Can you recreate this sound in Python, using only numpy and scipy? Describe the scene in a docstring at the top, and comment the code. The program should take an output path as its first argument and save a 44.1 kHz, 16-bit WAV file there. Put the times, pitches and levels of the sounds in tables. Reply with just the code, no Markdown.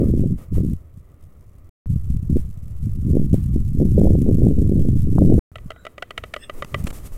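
"""Wind gusts buffet the microphone of a camera above a stork's nest in open farmland; trees rustle faintly.
The sound drops out near 1.7 s, the gusts grow stronger, and it drops out again near 5.4 s.
The wind falls and a stork flies in, wheezing twice and clapping its bill, each clap with a hollow ring.
Near 7 s it lands: its wings push air at the microphone and its feet scrape and snap the twigs."""
import sys
import numpy as np
from scipy import signal
from scipy.fft import rfft, irfft, next_fast_len
from scipy.io import wavfile
from scipy.ndimage import uniform_filter1d, map_coordinates

SR = 44100
rng = np.random.default_rng(int(sys.argv[2]) if len(sys.argv) > 2 else 0)


def dump_mix(stems):
    """Bounce the given channels to the path in sys.argv[1] as a 16-bit WAV at rate SR."""
    frames = np.atleast_2d(stems).T  # one column per channel
    limited = np.clip(frames, -1, 1)  # hard clip at full scale
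    pcm = np.round(limited * 32767).astype(np.int16)
    wavfile.write(sys.argv[1], SR, pcm)


N = 316197
TIME = np.arange(N) / SR
STRONG_DB = -12  # the level that counts as a strong wind

# Single eddies (swirls of air) that slap the microphone, the last ones from wing beats.
# Each row: time in seconds, relative level in dB, half width in milliseconds.
SLAPS = [(2.104, -5.5, 1.62), (2.3138, -10, 1.095), (2.3601, -3.5, 0.92), (2.3685, -3.5, 0.76),
         (3.3323, 2, 1.22), (3.3432, -1.5, 0.59), (3.8029, -11, 0.57), (3.998, -3, 0.75),
         (4.0718, -7.5, 0.54), (4.1529, -11, 0.56), (4.2642, -17, 0.51), (4.4212, -5, .66),
         (4.4642, -8.5, 0.7), (5.184, -21.5, 0.26), (6.572, -21.5, 14.7), (6.848, -9.5, 1.54),
         (6.905, -17, 13.4), (7.138, -19, 10.5)]
# The bright hiss of air and feathers. Each row: frequency in Hz, relative level in dB.
FIZZ = [(700, -4.5), (1300, -4.5), (2700, -2), (4300, -4.5), (6000, -1.5), (8300, 1.5), (11000, 0.5),
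        (14500, 0), (16000, -25)]


def amp(db):
    """Turn decibels into a factor to multiply by."""
    return 10 ** (np.asarray(db) / 20)


def unit(x):
    """Scale a signal to an average power of 1."""
    return x / np.sqrt(np.mean(x ** 2) + 1e-20)


def wobble(per_s):
    """A smooth random curve that heads for a new value per_s times a second."""
    return map_coordinates(rng.standard_normal(4096), [TIME * per_s], mode="wrap")


def swell(start, length, attack_s, release_s):
    """A curve that rises to 1 at start, holds for length seconds, then fades."""
    return np.exp(-np.maximum(start - TIME, 0) / attack_s
                  - np.maximum(TIME - start - length, 0) / release_s)


def filtered(x, response):
    """Scale each frequency in x by response(hz)."""
    size = next_fast_len(len(x) + 8192)
    return irfft(rfft(x, size) * response(np.fft.rfftfreq(size, 1 / SR)), size)[:len(x)]


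def noise(spectrum, size=N):
    """Noise of power 1, shaped by rows of frequency in Hz and relative level in dB."""
    row_hz, db = np.transpose(spectrum)
    white = rng.standard_normal(size)
    return unit(filtered(white, lambda hz: amp(np.interp(np.log(hz + 1), np.log(row_hz), db))))


def add(track, start, sound):
    """Mix a short sound into the track at start seconds."""
    part = track[max(round(start * SR), 0):][:len(sound)]
    part += sound[:len(part)]


def rustle():
    """Trees rustle; feathers and twigs grow louder as the stork glides near, and its wings swish."""
    # Rustling, coloured by the camera housing. Each row: frequency in Hz, relative level in dB.
    leaves = [(30, -19.5), (200, 11), (400, 4.5), (620, 1), (880, -10), (1230, -2), (1600, -17),
              (1980, -10.5), (2400, -17.5), (3100, -22.5), (4500, -30.5), (9000, -30), (16000, -20)]
    # Wing strokes. 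Each row: start in seconds, length in seconds, relative level in dB.
    strokes = [(0, .06, -58), (0.383, 0.06, -60), (0.549, 0.017, -57.5), (6.538, 0.04984, -57.5),
               (6.719, 0.1732, -59)]
    landing_s, glide_m_per_s, nest_distance_m = 6.97, 3.9, 0.83
    trees_db, feathers_db, brush_db = -59, -46, -51.5
    nearness = nest_distance_m / np.hypot(nest_distance_m, glide_m_per_s * (TIME - landing_s))
    swish = sum(amp(db) * swell(start, length, attack_s=0.0042, release_s=0.028)
                for start, length, db in strokes)
    body = np.sqrt(amp(trees_db) ** 2 + (amp(feathers_db) * nearness) ** 2 + (amp(13) * swish) ** 2)
    brush = np.hypot(amp(brush_db) * nearness ** 1.62, swish)
    sway_db = 1.3 * wobble(30)
    return amp(sway_db) * (body * noise(leaves) + brush * amp(2 * sway_db) * noise(FIZZ))


def airflow():
    """Breeze, gusts and wing beats add up to a wind level and a brightness: more wind, finer eddies."""
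    # The wind between gusts. Each row: time in seconds, level in dB.
    breeze = [(0, -51), (0.85, -44.5), (1.15, -49), (1.7, -44.5), (1.87, -27), (2.4, -27), (2.62, -33),
              (3.0, -22), (3.72, -22), (3.88, -15.5), (5.39, -15), (5.52, -45), (5.88, -53), (6.65, -43.5),
              (7.16, -32.5)]
    # Gusts. Each row: start in seconds, length in seconds, level in dB, eddy fineness as a ratio.
    gusts = [(0, 0.25, -16.5, 1.503), (0.274, 0.069, -22, 1.81), (.35, 0.027, -36, 2.8),
             (0.539, 0.061, -16.5, 1.506), (0.633, .1, -21, 1.43), (0.969, .015, -41, 1.53),
             (1.229, 0.038, -42, 1.18), (1.9, .07, -20.5, .7), (2.104, 0.059, -21, 0.71),
             (2.311, .07, -16, 0.99), (2.845, 0.038, -23, .6), (3.098, .15, -15.5, 1.007),
             (3.319, .04, -18.5, 0.792), (3.531, 0.085, -18, .65), (3.787, 0.0492, -15.5, .92),
             (3.98, .16, -12, 1.1), (4.283, 0.0601, -15.5, 1.345), (4.431, 0.047, -12, 0.99),
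             (4.578, 0.046, -17, 0.94), (4.794, .05, -17, 0.96), (5.189, 0.18, -12, .92)]
    # Air that the wings push at the microphone. Each row reads like a gust.
    downwash = [(5.588, 0.012, -37.5, 1.133), (5.645, .025, -32, 1.5), (6.196, 0.057, -42, 0.966),
                (6.624, 0.014, -37, 1.3), (6.747, 0.013, -28.5, 1.4), (6.812, 0.024, -24, 1.1)]
    calm_hz, strong_hz = 48.22, 318.2
    power = amp(np.interp(TIME, *np.transpose(breeze))) ** 2
    fine_power = power.copy()
    for start, length, db, fineness in gusts + downwash:
        gust = (amp(db) * swell(start, length, attack_s=0.022, release_s=0.028)) ** 2
        power += gust
        fine_power += fineness * gust
    level_db = 10 * np.log10(power)
    brightness_hz = calm_hz + (strong_hz - calm_hz) * amp(level_db - STRONG_DB) ** 1.08
    return level_db, brightness_hz * fine_power / power * amp(wobble(25))


def eddy(u, lean=0):
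    """A passing eddy pushes, then sucks; lean sharpens the push. u is time in half widths."""
    return (lean * (1 - u ** 2) - u) * np.exp((1 - u ** 2) / 2)


def eddy_train(brightness_hz):
    """Eddies arrive at an uneven pace: faster air makes them narrower and more frequent."""
    speed = np.maximum(brightness_hz, 30) / 400
    count_so_far = np.cumsum(185 * speed ** 0.4) / SR
    chance = rng.standard_normal((1600, 4))  # for each eddy: timing, width, size, skew
    due = np.arange(len(chance)) + 0.249 * chance[:, 0]
    centres = np.searchsorted(count_so_far, due[due < count_so_far[-1]])
    _, width, size, skew = chance[:len(centres)].T
    half_s = 0.00053 * speed[centres] ** -0.74 * np.exp(0.67 * abs(width))
    lean = 0.28 + 0.36 * skew
    offsets = np.arange(-700, 701)  # samples around each centre
    pulses = amp(5.5 * size)[:, None] * eddy(offsets / SR / half_s[:, None], lean[:, None])
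    pulses *= np.hanning(len(offsets))
    # add up the pulses; two spare slots catch whatever falls off the ends
    slots = np.clip(centres[:, None] + offsets + 1, 0, N + 1)
    return np.bincount(slots.ravel(), pulses.ravel(), N + 2)[1:N + 1]


def buffeting(level_db, brightness_hz):
    """Rough air beats on the microphone's opening: separate eddies ride on a deep rumble."""
    # The rumble of the wind. Each row: frequency in Hz, relative level in dB.
    rumble = [(8, 16.5), (25, -12), (55, 5), (90, 4.5), (150, -6), (220, -25.5), (400, -28.5), (900, -89)]
    eddies = unit(eddy_train(brightness_hz)) + noise(rumble)
    # each gust keeps its strength while the eddies within it come and go
    strength = np.sqrt(abs(uniform_filter1d(eddies ** 2, size=1800)) + 0.055)
    eddies /= uniform_filter1d(strength, size=400)
    pressure = amp(level_db + 0.9 * wobble(30)) * eddies
    # the opening rounds off the tallest eddies and smooths away the narrowest
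    rounded = 0.66 * np.tanh(pressure / 0.52)
    pressure = filtered(rounded, lambda hz: (1 + (hz / 650) ** 12) ** -0.5)
    for when, db, half_ms in SLAPS:
        u = (TIME - when) / (half_ms / 1000)
        near = abs(u) < 18
        pressure[near] *= 1 - np.exp(-(u[near] / 1.73) ** 2)  # a slap shoves the other air aside
        pressure[near] += amp(db - 5) * eddy(u[near])
    return pressure


def hiss(pressure, level_db):
    """Fine hiss spits with every swing of pressure, most on the pushes and in strong wind."""
    swing = abs(signal.hilbert(pressure)) + np.maximum(pressure, 0)
    usual_swing = abs(uniform_filter1d(swing, size=4000)) + 1e-6
    spits = 0.037 + swing / usual_swing
    hiss_db = -55 + 0.55 * (level_db - STRONG_DB)
    flicker_db = 2.2 * wobble(50) + 2.5 * wobble(700)
    return amp(hiss_db + flicker_db) * unit(spits) * noise(FIZZ)


def wake():
    """Each slap leaves a short, hissing trail of stirred-up air."""
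    trail = sum(amp(db) * swell(when, 0, attack_s=half_ms / 1000, release_s=0.052)
                for when, db, half_ms in SLAPS)
    trail *= amp(-55 + 3 * wobble(500))
    return trail * noise([(800, 7.5), (2500, 1.5), (5000, -4), (9000, 0.5), (15000, -1)])


def twigs():
    """Dry twigs give way in short rasps under the landing bird."""
    # Scrapes and snaps of the feet. Each row: start in seconds, level in dB, length in seconds.
    snaps = [(6.646, -29.5, 0.0034), (6.868, -26.5, 0.012), (6.903, -32, 0.0076), (6.986, -40, .003)]
    track = np.zeros(N)
    rasp = noise([(200, 21), (600, 8), (2500, 4.5), (5000, -5.5), (9000, -4.5), (16000, -19)])
    rasp *= amp(0.9 * wobble(810))
    for start, db, length in snaps:
        track += amp(db) * rasp * np.exp(-(2 * (TIME - start) / length - 1) ** 4)
    return track


def wheezes():
    """Two thin, rough calls: a few unsteady tones that bend as they swell and fade."""
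    # Each row is one tone: middle in seconds, level in dB, half length in seconds, pitch in Hz.
    tones = [(5.794, -56, 0.05, 1460), (5.807, -64, 0.043, 3900), (5.808, -65, 0.014, 7440),
             (6.433, -45.5, 0.012, 1812), (6.44, -48, 0.021, 2740), (6.441, -39.5, 0.0081, 3450),
             (6.43, -54.5, 0.014, 5260), (6.432, -51, 0.02, 8260)]
    track = np.zeros(N)
    for middle, db, half_s, hz in tones:
        u = (TIME - middle) / half_s
        loudness = (abs(u) < 5) / (1 + u ** 2)
        pitch_hz = hz * (0.98 + 0.02 * loudness) + 90 * wobble(700)
        track += loudness * amp(db + 3.2 * wobble(300)) * np.sin(2 * np.pi * np.cumsum(pitch_hz) / SR)
    return track


def ring(tones, t, tuning=1):
    """A struck object rings with fading tones, at slightly new strengths for every blow."""
    return sum(amp(db + rng.normal(0, 0.67) - 60 * t / fade_s) * np.sin(2 * np.pi * hz * tuning * t)
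               for hz, db, fade_s in tones)


def bill_claps():
    """The halves of the bill touch, then slam shut with a sharp snap; a hollow ring sounds along with each
    clap."""
    # Claps. Each row: time in seconds, relative level in dB, ring tuning in Hz, snap strength in dB.
    claps = [(5.5566, -24.5, 1310, -5.5), (5.5835, -35, 1221, -6), (5.7046, -20.5, 1326, -5),
             (5.717, -28.5, 1280, -7.5), (5.7614, -40, 1384, -14), (5.8512, -25.5, 1254, -4),
             (5.8666, -20.5, 1314, -7), (5.9804, -23.5, 1210, -5.5), (6.0237, -16.5, 1460, -4),
             (6.1071, -20.5, 1230, -0.5), (6.178, -14.5, 1320, 3), (6.2375, -19.5, 1250, -3),
             (6.3385, -14.5, 1339, 3), (6.3635, -18, 1222, -8), (6.4964, -17, 1207, -7),
             (6.6229, -15.5, 1179, -10), (6.7438, -12.5, 1172, -8.5)]
    # A hollow ring that sounds along with each clap, its pitch shifting from clap to clap. 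Each row: pitch in
    # Hz before the shift, relative level in dB, seconds to fade by 60 dB.
    hollow_tones = [(426, -7.5, 0.051), (611, 1, 0.031), (1278, 4, 0.023), (1447, -12, 0.035)]
    # The two hard halves of the bill, and the camera housing that rings along.
    # Each row: pitch in Hz, relative level in dB, seconds to fade by 60 dB.
    bill = [(2217, 4, 0.018), (2844, 10, 0.0095), (3550, -14, 0.0053)]
    housing = [(1981, -3.5, 0.04), (3080, -21.5, 0.052)]
    # The dry crack of a clap. Each row: frequency in Hz, relative level in dB.
    crack_spectrum = [(200, -52), (450, 15.5), (720, 2.5), (940, -16), (1300, 6.5), (3100, 2.5),
                      (4300, -9.5), (6000, -16.5), (8300, -14), (12000, -27), (16000, -26.5)]
    track, t = np.zeros(N), np.arange(SR // 8) / SR
    # the crack dies at once; the nest scatters a faint tail of it
    crack_fade = amp(6.5 - 60 * t / 0.018) + amp(-33 - 60 * t / 0.58)
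    for when, db, hollow_hz, snap_db in claps:
        crack = noise(crack_spectrum, size=len(t)) * crack_fade
        ringing = ring(hollow_tones, t, tuning=hollow_hz / 1260) + ring(housing, t)
        snap = amp(snap_db) * (ring(bill, t) + crack)
        blow = (ringing + snap) * (1 - np.exp(-t / 0.00032))
        blow = amp(db + 1.5) * blow / abs(blow).max()
        add(track, when - 0.0011, amp(-12.5) * blow)  # the light touch
        add(track, when + 0.0005, blow)  # the slam
    return track


def scene():
    """Wind on the microphone and the stork close by, in one channel."""
    level_db, brightness_hz = airflow()
    pressure = buffeting(level_db, brightness_hz)
    wind = pressure + hiss(pressure, level_db) + wake()
    return (wind + rustle() + bill_claps() + twigs() + wheezes())[None]


def record(dry):
    """The camera's sound cuts out twice, dips briefly twice and loses its highest treble."""
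    # Gaps and dips. Each row: start in seconds, end in seconds, change of level in dB.
    dropouts = [(1.695, 1.859, -90), (5.394, 5.517, -90), (6.913, 6.928, -13), (7.077, 7.121, -6)]
    top_hz = 15850
    gain = np.ones(N)
    for start, end, depth_db in dropouts:
        gain[(TIME > start) & (TIME < end)] = amp(depth_db)
    interrupted = dry[0] * uniform_filter1d(gain, size=14)
    return filtered(interrupted, lambda hz: hz < top_hz)[None]


dry = scene()
out = record(dry)
dump_mix(out)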